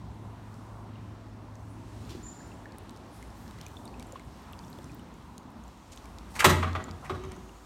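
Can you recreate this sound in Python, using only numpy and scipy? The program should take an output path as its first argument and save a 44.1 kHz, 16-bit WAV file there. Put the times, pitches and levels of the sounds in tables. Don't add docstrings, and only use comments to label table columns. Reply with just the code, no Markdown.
import sys
import numpy as np
from scipy import signal
from scipy.fft import rfft, irfft
from scipy.io import wavfile
from scipy.ndimage import uniform_filter1d

SR = 44100
rng = np.random.default_rng(int(sys.argv[2]) if len(sys.argv) > 2 else 0)


def gain_from_db(level_db):
    decades = np.asarray(level_db, float) / 20
    return 10 ** decades


def store_wav(level_fs):
    pcm = np.round(np.clip(np.atleast_2d(level_fs), -1, 1) * 32767)
    wavfile.write(sys.argv[1], SR, pcm.T.astype(np.int16))


N = 337572
T = np.arange(N) / SR

# frequency [Hz], density [dB per Hz].
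YARD_SPECTRUM = [(20, -32.5), (45, -3), (80, -1), (134, -7), (250, -4.5), (480, -17.5), (1000, -14),
                 (1500, -23.5), (2300, -29.5), (4200, -33), (8700, -38.5), (12000, -44), (16000, -49.5)]
# time [s], cover [1 takes 6 dB off the bass; below 0 lets more in].
HOUSE_SHELTER = [(0, 0.13), (.8, -0.19), (1.8, -0.11), (2.15, -0.39), (3.8, 0.14), (4.9, -0.2), (5.7, 0.46),
                 (7.0, 0.16), (7.65, 0.94)]
# time [s], stir [0-1].
LEAF_STIR = [(0, 0.04), (1.55, 0), (1.85, 0.2), (2.1, 0.8), (2.7, 0.26), (3.05, 0.53), (3.55, 0.86),
             (3.8, 0.6), (4.3, 0.56), (4.8, 0.43), (5.3, 0.27), (5.7, 0.38), (6.0, 0.55), (7.0, 0.77),
             (7.65, 0.64)]
# time [s], level [dB].
MOTOR_LOAD = [(0.0, -59), (2.14, -57), (2.21, -51), (2.72, -62), (2.76, -51), (4.91, -52), (4.97, -62),
              (5.68, -47.5), (5.84, -65), (5.99, -48.5), (6.35, -52)]
# start [s], peak [dB], ring [Hz].
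LEAF_SNAPS = [(0.5427, -51.5, 5360), (2.784, -39, 9800), (2.8946, -43, 3930), (2.973, -51, 6490),
              (3.2268, -46, 7100), (3.479, -44, 5130), (3.5105, -44, 3900), (3.587, -48, 4080),
              (3.613, -38, 4340), (3.665, -35, 6030), (3.9973, -39, 3740), (4.0068, -48, 5410),
              (4.0262, -39, 4540), (4.1959, -48, 4060), (4.5261, -49, 11700), (4.7012, -50, 12600),
              (4.7875, -53, 12100), (4.8434, -44.5, 6300), (4.9182, -50, 5330), (4.9472, -47, 15200),
              (5.38, -38.5, 6650), (5.9219, -46, 4180), (5.9618, -48, 8500), (5.975, -41, 3800),
              (6.0437, -50, 5780), (6.0565, -46, 7060), (6.1855, -39.5, 3780), (6.7318, -41, 4300),
              (7.319, -41, 5280)]
# start [s], peak [dB], ring [Hz].
GRIT_GRAINS = [(1.555, -45, 6210), (2.0512, -49, 4100), (2.0936, -45, 3540), (2.476, -54, 10000),
               (2.722, -46, 4450), (3.3034, -49, 5110), (3.6174, -50, 13300), (3.8546, -39, 8950),
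               (3.8776, -37.5, 4360), (3.9963, -45, 11100), (4.0267, -44, 9800), (4.0696, -45, 7600),
               (4.1228, -36.5, 7080), (4.4214, -56, 11300), (4.533, -40, 3320), (4.591, -38.5, 4800),
               (4.6478, -45, 5870), (4.6818, -49, 5590), (4.7296, -40, 4100), (4.7873, -42, 3460),
               (4.831, -50, 8120), (4.994, -49, 8090), (5.6381, -45, 6440), (5.6803, -47, 7280),
               (6.841, -33, 7100), (6.9112, -35.5, 4800), (7.2384, -43, 6500), (7.251, -43, 6130),
               (7.3637, -45, 6650)]
# start [s], peak [dB], ring [Hz].
PEBBLE_KNOCKS = [(0.9564, -49.5, 2830), (0.9667, -53, 1610), (2.2676, -46, 1800), (2.4049, -44.5, 1680),
                 (2.5172, -47.5, 2680), (2.6567, -37.5, 1750), (3.2268, -43, 2110), (3.4645, -46, 1730),
                 (3.5877, -47, 2020), (3.6082, -47, 3080), (3.6644, -42, 2470), (3.7688, -39, 3530),
                 (3.8566, -47, 3760), (3.9414, -46, 2570), (4.0033, -47, 2300), (4.1964, -45, 2140),
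                 (4.5336, -49, 2690), (4.6379, -51, 3500), (4.896, -46, 2490), (4.9945, -48.5, 2980),
                 (6.0554, -49, 2310), (7.4929, -48, 2830)]
# start [s], peak [dB], ring [Hz].
HEEL_THUMPS = [(2.149, -30.5, 355), (4.132, -36, 530), (4.157, -32.5, 1077), (4.273, -28, 114),
               (4.788, -38.5, 563), (4.839, -30, 92)]
# start [s], level [dB], time to fall 60 dB [s].
BIRD_CHIPS = [
    (2.228, -46.5, .12),
    (2.255, -49, 0.26),
    (2.385, -61, .12),
]
# start [s], level [dB], time to fall 60 dB [s], frequency [Hz].
FAR_ANSWERS = [(1.68, -66, .5, 9500), (2, -69, 1.2, 7000), (3.1, -66, 1.2, 9400), (3.1, -70, 1.2, 11200)]
# start [s], length [s], level [dB], centre [Hz], hiss re centre [dB].
SOLE_SLIDES = [(2.088, 0.069, -55, 3480, 5), (3.132, 0.086, -64, 9000, -6), (3.338, .2, -64.5, 10500, -12),
               (3.6, 0.093, -58.5, 2500, -3), (4.152, 0.03, -55.5, 2470, -7), (5.916, 0.032, -56, 6000, 4)]
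# start [s], length [s], level [dB], centre [Hz], hiss re centre [dB].
LATCH_SCRAPES = [
    (6.3, .06, -60, 9000, -3),
    (6.336, 0.14, -43, 885, -2),
    (6.353, 0.039, -45.5, 1800, 6),
    (6.39, 0.041, -25.5, 2100, 1.5),
    (6.405, 0.069, -29.5, 1230, -22),
    (7.022, 0.054, -44.5, 990, -23),
    (7.044, 0.037, -45.5, 1870, -2.5),
]
# start [s], peak [dB], treble re frame [dB], thud re frame [dB].
DOOR_BLOWS = [
    (6.443, -4.5, -10.5, -12),
    (6.626, -17, -33.5, -17),
    (6.75, -21, -33, -13.5),
    (6.881, -35, -36, -5.5),
    (7.095, -25.5, -25.5, -5.5),
    (7.235, -34, -39, -8),
    (7.313, -41, -18, 0),
    (7.365, -49, -38, -4),
]
# frequency [Hz], strength [dB], undamped time to fall 60 dB [s].
FRAME_MODES = [(651, 3.5, 0.43), (776, -6, 2.1), (1004, 9, 0.055), (1140, 6, 0.2), (1260, -0.5, 0.63),
               (1580, -9, 0.37), (1800, -8, 0.28), (1920, 4.5, 0.19), (2203, 4.5, 0.17), (2140, -23, 0.38),
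               (2280, -4, 0.24), (2785, -23, 0.36), (2900, -19, 0.17), (3060, -4, 0.23), (3030, -25, 0.23),
               (3276, -3, 0.26), (3440, -2, 0.28), (3870, -23, 0.47), (3800, 1.5, 0.22), (4130, 2, 0.11),
               (4280, -12, 0.12), (4230, -28, 0.28)]
# frequency [Hz], density [dB per Hz].
CRASH_SPECTRUM = [(290, -40), (500, -9.5), (936, -4), (1040, 2), (1270, -2), (1700, -9.5), (3050, -6.5),
                  (4860, -18.5), (8710, -22), (12700, -30.5), (14700, -22), (16300, -46)]
# start [s], time until the catch stops it [s], boom [dB], second mode [dB].
LEAF_SWINGS = [(6.447, .35, -23.5, -26.5), (6.875, 0.094, -38.5, -43.5), (7.04, 0.055, -50, -42),
               (7.095, 0.095, -36.5, -36), (7.23, .06, -37.5, -39), (7.37, 0.15, -55, -53)]
# start [s], level [dB], time to fall 60 dB [s].
PANEL_BUZZES = [(6.446, -16, 0.14), (6.5, -26.5, 0.32), (7.096, -29, 0.21), (7.16, -46, 0.95),
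                (7.236, -42, 0.32), (7.37, -45, 0.18)]
# frequency [Hz], time to fall 60 dB [s].
TAIL_DECAYS = [(150, 0.87), (1000, 0.54), (4000, 0.45), (12000, 0.35)]
# frequency [Hz], width [Hz], depth [dB].
CASE_DIPS = [(10500, 940, -4), (4950, 230, -2)]


def unit(x):
    return x / np.sqrt(np.mean(x ** 2))


def band(x, hz, width_hz):
    f = np.fft.rfftfreq(len(x), 1 / SR)
    return irfft(rfft(x) * np.exp(-2 * ((f - hz) / width_hz) ** 2), len(x))


def colour(x, table):
    hz, db = np.transpose(table)
    f = np.fft.rfftfreq(len(x), 1 / SR) + 1
    return irfft(rfft(x) * gain_from_db(np.interp(np.log(f), np.log(hz), db)), len(x))


def walk(rate):
    hold = int(SR / rate)
    steps = np.repeat(rng.standard_normal(N // hold + 1), hold)
    w = uniform_filter1d(uniform_filter1d(steps, hold), hold)[:N]
    return w / w.std()


def fade(t, t60):
    return np.exp(-np.log(1000) * t / t60)


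def strike(s, rise_s, t60):
    t = np.maximum(T - s, 0)
    return (1 - np.exp(-(t / rise_s) ** 2)) * fade(t, t60)


def glide(hz):
    return np.sqrt(2) * np.sin(2 * np.pi * np.cumsum(hz) / SR)


def add(out, s, x):
    i = int(s * SR)
    out[i:i + len(x)] += x[:len(out) - i]


def yard():
    shelter = np.interp(T, *np.transpose(HOUSE_SHELTER))
    stir = np.interp(T, *np.transpose(LEAF_STIR)) - .5
    swell_hz = [250, 900, 3500, 10000]
    swell_db = np.array([-6 * shelter + 1.26 * walk(4.04), -2.5 * shelter + 0.3 * walk(4.07),
                         6 * stir + 0.71 * walk(7.9), 7 * stir + 1.4 * walk(7)])
    murmur = colour(rng.standard_normal(N), YARD_SPECTRUM)
    out = np.zeros(N)
    for hz in 28 * 2 ** np.arange(0, 9.6, .5):
        place = np.interp(np.log(hz), np.log(swell_hz), np.arange(4))
        lower = min(int(place), 2)
        db = swell_db[lower] + (place - lower) * (swell_db[lower + 1] - swell_db[lower])
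        flicker_db = 2.5 * (hz / 100) ** -.2 * walk(8)
        out += band(murmur, hz, hz * 0.36) * gain_from_db(db + flicker_db)
    return unit(out) * gain_from_db(-46.5)


def motors():
    upper_hz, lower_hz = 106.2, 58
    turn_s, turn_length_s, upper_gone_s = 2.08, 0.12, 3.88
    turned = np.clip((T - turn_s) / turn_length_s, 0, 1)
    upper_db = -46.5 - 1.2 * T - 6.5 * turned + 0.51 * walk(8.5)
    upper = np.sqrt(2) * np.sin(2 * np.pi * upper_hz * T) * gain_from_db(upper_db)
    upper *= np.clip((upper_gone_s - T) / turn_length_s, 0, 1)
    lower_db = -2.5 + np.interp(T, *np.transpose(MOTOR_LOAD)) + 3.5 * walk(10)
    return upper + glide(lower_hz + 3.06 * walk(11.0)) * gain_from_db(lower_db)


def falling_dust():
    start_s, end_s, low_hz, high_hz = 2.6, 6.3, 3500, 12000
    when, level, pitch = rng.random((3, 30))
    return np.c_[start_s + (end_s - start_s) * when, -58 - 2 * np.log(1 - level),
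                 low_hz * (high_hz / low_hz) ** pitch]


def grit():
    out, t = np.zeros(N), T[:SR // 8]
    # rows, snap re ring in dB, ring t60 in s
    kinds = [(LEAF_SNAPS, 2.7, 0.0067), (GRIT_GRAINS, -4, 0.007), (PEBBLE_KNOCKS, -15, .025),
             (HEEL_THUMPS, -30, 0.041), (falling_dust(), 0, .006)]
    for rows, snap_db, t60 in kinds:
        for s, db, hz in rows:
            snap = band(rng.standard_normal(len(t)) * np.exp(-t / 0.0007), hz + 800, 8000)
            snap *= 1.11 / np.abs(snap).max()
            tone = np.sin(2 * np.pi * hz * t) * fade(t, t60) * (1 - np.exp(-t * hz * 3.1))
            add(out, s, gain_from_db(db) * (tone + gain_from_db(snap_db) * snap))
    return out


def bird():
    attack_s, tail_db, tail_t60, end_s = 0.0043, -11.5, 0.84, 2.52
    level = np.zeros(N)
    for s, db, t60 in BIRD_CHIPS:
        tail = gain_from_db(tail_db) * strike(s, attack_s, tail_t60)
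        level += gain_from_db(db) * (strike(s, attack_s, t60) + tail)
    level *= fade(np.maximum(T - end_s, 0), .5)
    out = unit(band(rng.standard_normal(N), 7080, 320)) * level
    for s, db, t60, hz in FAR_ANSWERS:
        note = unit(band(rng.standard_normal(SR), hz, 700))
        add(out, s, gain_from_db(db) * note * strike(0, .02, t60)[:SR])
    return out


def scrapes():
    out = np.zeros(N)
    for rows, relative_width in ((SOLE_SLIDES, 0.99), (LATCH_SCRAPES, 0.68)):
        for s, length, db, hz, hiss_db in rows:
            u = T[:SR // 4] / length
            noise = rng.standard_normal(len(u)) * gain_from_db(1.8 * walk(500)[:len(u)])
            hiss = gain_from_db(hiss_db) * unit(band(noise, 5100, 10200)) * np.exp(-1.5 * u)
            grind = unit(band(noise, hz, relative_width * hz)) + hiss
            add(out, s, gain_from_db(db) * grind * (1 - np.exp(-u / 0.16)) * np.exp(-1.5 * u ** 2))
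    return out


def ring(modes, t, scatter_db):
    hz, db, t60 = np.transpose(modes)[:, :, None]
    strength, detune = rng.standard_normal((2, len(modes), 1))
    tone = np.sin(2 * np.pi * hz * (1 + 0.012 * detune) * t)
    y = gain_from_db(db + scatter_db * strength) * tone * fade(t, t60)
    return y.sum(axis=0) / np.sqrt(np.sum(gain_from_db(2 * db)))


def door():
    out, t = np.zeros(N), T[:SR // 2]
    rattle_hz, rail_hz = 1145, 1200
    rail = gain_from_db(-18) * np.sin(2 * np.pi * rail_hz * t) * fade(t, 0.17)
    for s, db, treble_db, thud_db in DOOR_BLOWS:
        rattle_ms = max(26 + 0.15 * treble_db, 2)
        shake = np.exp(-(t * 1000 / rattle_ms) ** 1.8) * (1 - np.exp(-t / 0.00076))
        jangle = gain_from_db(-27.0) * fade(t, 0.8)
        contacts = rng.standard_normal(len(t)) * rng.exponential(size=len(t)) * (shake + jangle)
        contacts /= np.sqrt(np.sum(contacts ** 2))
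        modes = [(hz, mode_db + 0.2 * treble_db * max(np.log2(hz / rattle_hz), 0), min(.2 * t60, .06))
                 for hz, mode_db, t60 in FRAME_MODES]
        frame = signal.fftconvolve(ring(modes, t, scatter_db=3.0) + rail, contacts)[:len(t)]
        crash = unit(colour(rng.standard_normal(len(t)), CRASH_SPECTRUM))
        sizzle = unit(band(crash, 10400, 7950))
        dull = unit(band(crash, rattle_hz, 1.5 * rattle_hz))
        dull += gain_from_db(0.3 * treble_db - 1.5) * unit(band(crash, 3900, 4100))
        rattle = gain_from_db(-13.0) * dull * (shake + jangle)
        rattle += gain_from_db(treble_db - 6.0) * sizzle * (shake + 0.36 * jangle)
        thud = unit(band(rng.standard_normal(len(t)), 228, 410))
        thud *= fade(t, 0.27) * (1 - np.exp(-(t / 0.018) ** 2))
        add(out, s, gain_from_db(db) * (gain_from_db(-3.5) * frame + rattle + gain_from_db(thud_db) * thud))
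    return out


def leaf():
    rise_s, choke_s = 0.026, .025
    boom, second, panel = np.zeros((3, N))
    for s, free_s, boom_db, second_db in LEAF_SWINGS:
        free = 1 / (1 + np.exp(np.clip((T - s - free_s) / choke_s * 2, -50, 50)))
        boom += gain_from_db(boom_db) * strike(s, rise_s, 1.8) * free
        second += gain_from_db(second_db) * strike(s, rise_s, 0.6) * free
    for s, db, t60 in PANEL_BUZZES:
        panel += gain_from_db(db) * strike(s, 0.0094, t60)
    panel *= gain_from_db(2.0 * walk(60))
    low = glide(87.6 + 1.4 * walk(10)) * boom + glide(147.7 + 3 * walk(15)) * second
    return low + glide(373 + 7 * walk(40)) * panel


def insect():
    hz = 5800 + 2400 * np.maximum(T - 7.15, 0)
    rasp = unit(band(rng.standard_normal(N), 0, 950))
    return rasp * glide(hz) * gain_from_db(-70.5) * np.clip((T - 6.95) / 0.18, 0, 1)


def space(x):
    t = T[:SR]
    tail = sum(band(rng.standard_normal(SR), hz, 2.9 * hz) * fade(t, t60) for hz, t60 in TAIL_DECAYS)
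    tail *= (1 - np.exp(-t / 0.014)) * gain_from_db(-6.5) / np.sqrt(np.sum(tail ** 2))
    slap = rng.standard_normal(SR // 100) * np.exp(-t[:SR // 100] / 0.00084)
    wall_s = .050
    add(tail, wall_s, gain_from_db(-10.5) * slap / np.sqrt(np.sum(slap ** 2)))
    return signal.fftconvolve(x, tail)[:N]


def scene():
    slam, steps = door() + scrapes(), grit()
    near = slam + leaf() + steps + space(slam + 0.36 * steps)
    return (near + bird() + insect() + motors() + yard())[None]


def band_limit(x):
    return signal.sosfilt(signal.butter(12, 16670, fs=SR, output="sos"), x)


def record(dry):
    for hz, width_hz, db in CASE_DIPS:
        dry = dry - (1 - gain_from_db(db)) * band(dry[0], hz, width_hz)
    dry = signal.sosfilt(signal.butter(2, 40, "high", fs=SR, output="sos"), dry)
    dry = signal.sosfilt(signal.ellip(8, .2, 70, 16200, fs=SR, output="sos"), dry)
    return band_limit(dry)


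dry = scene()
out = record(dry)
store_wav(out)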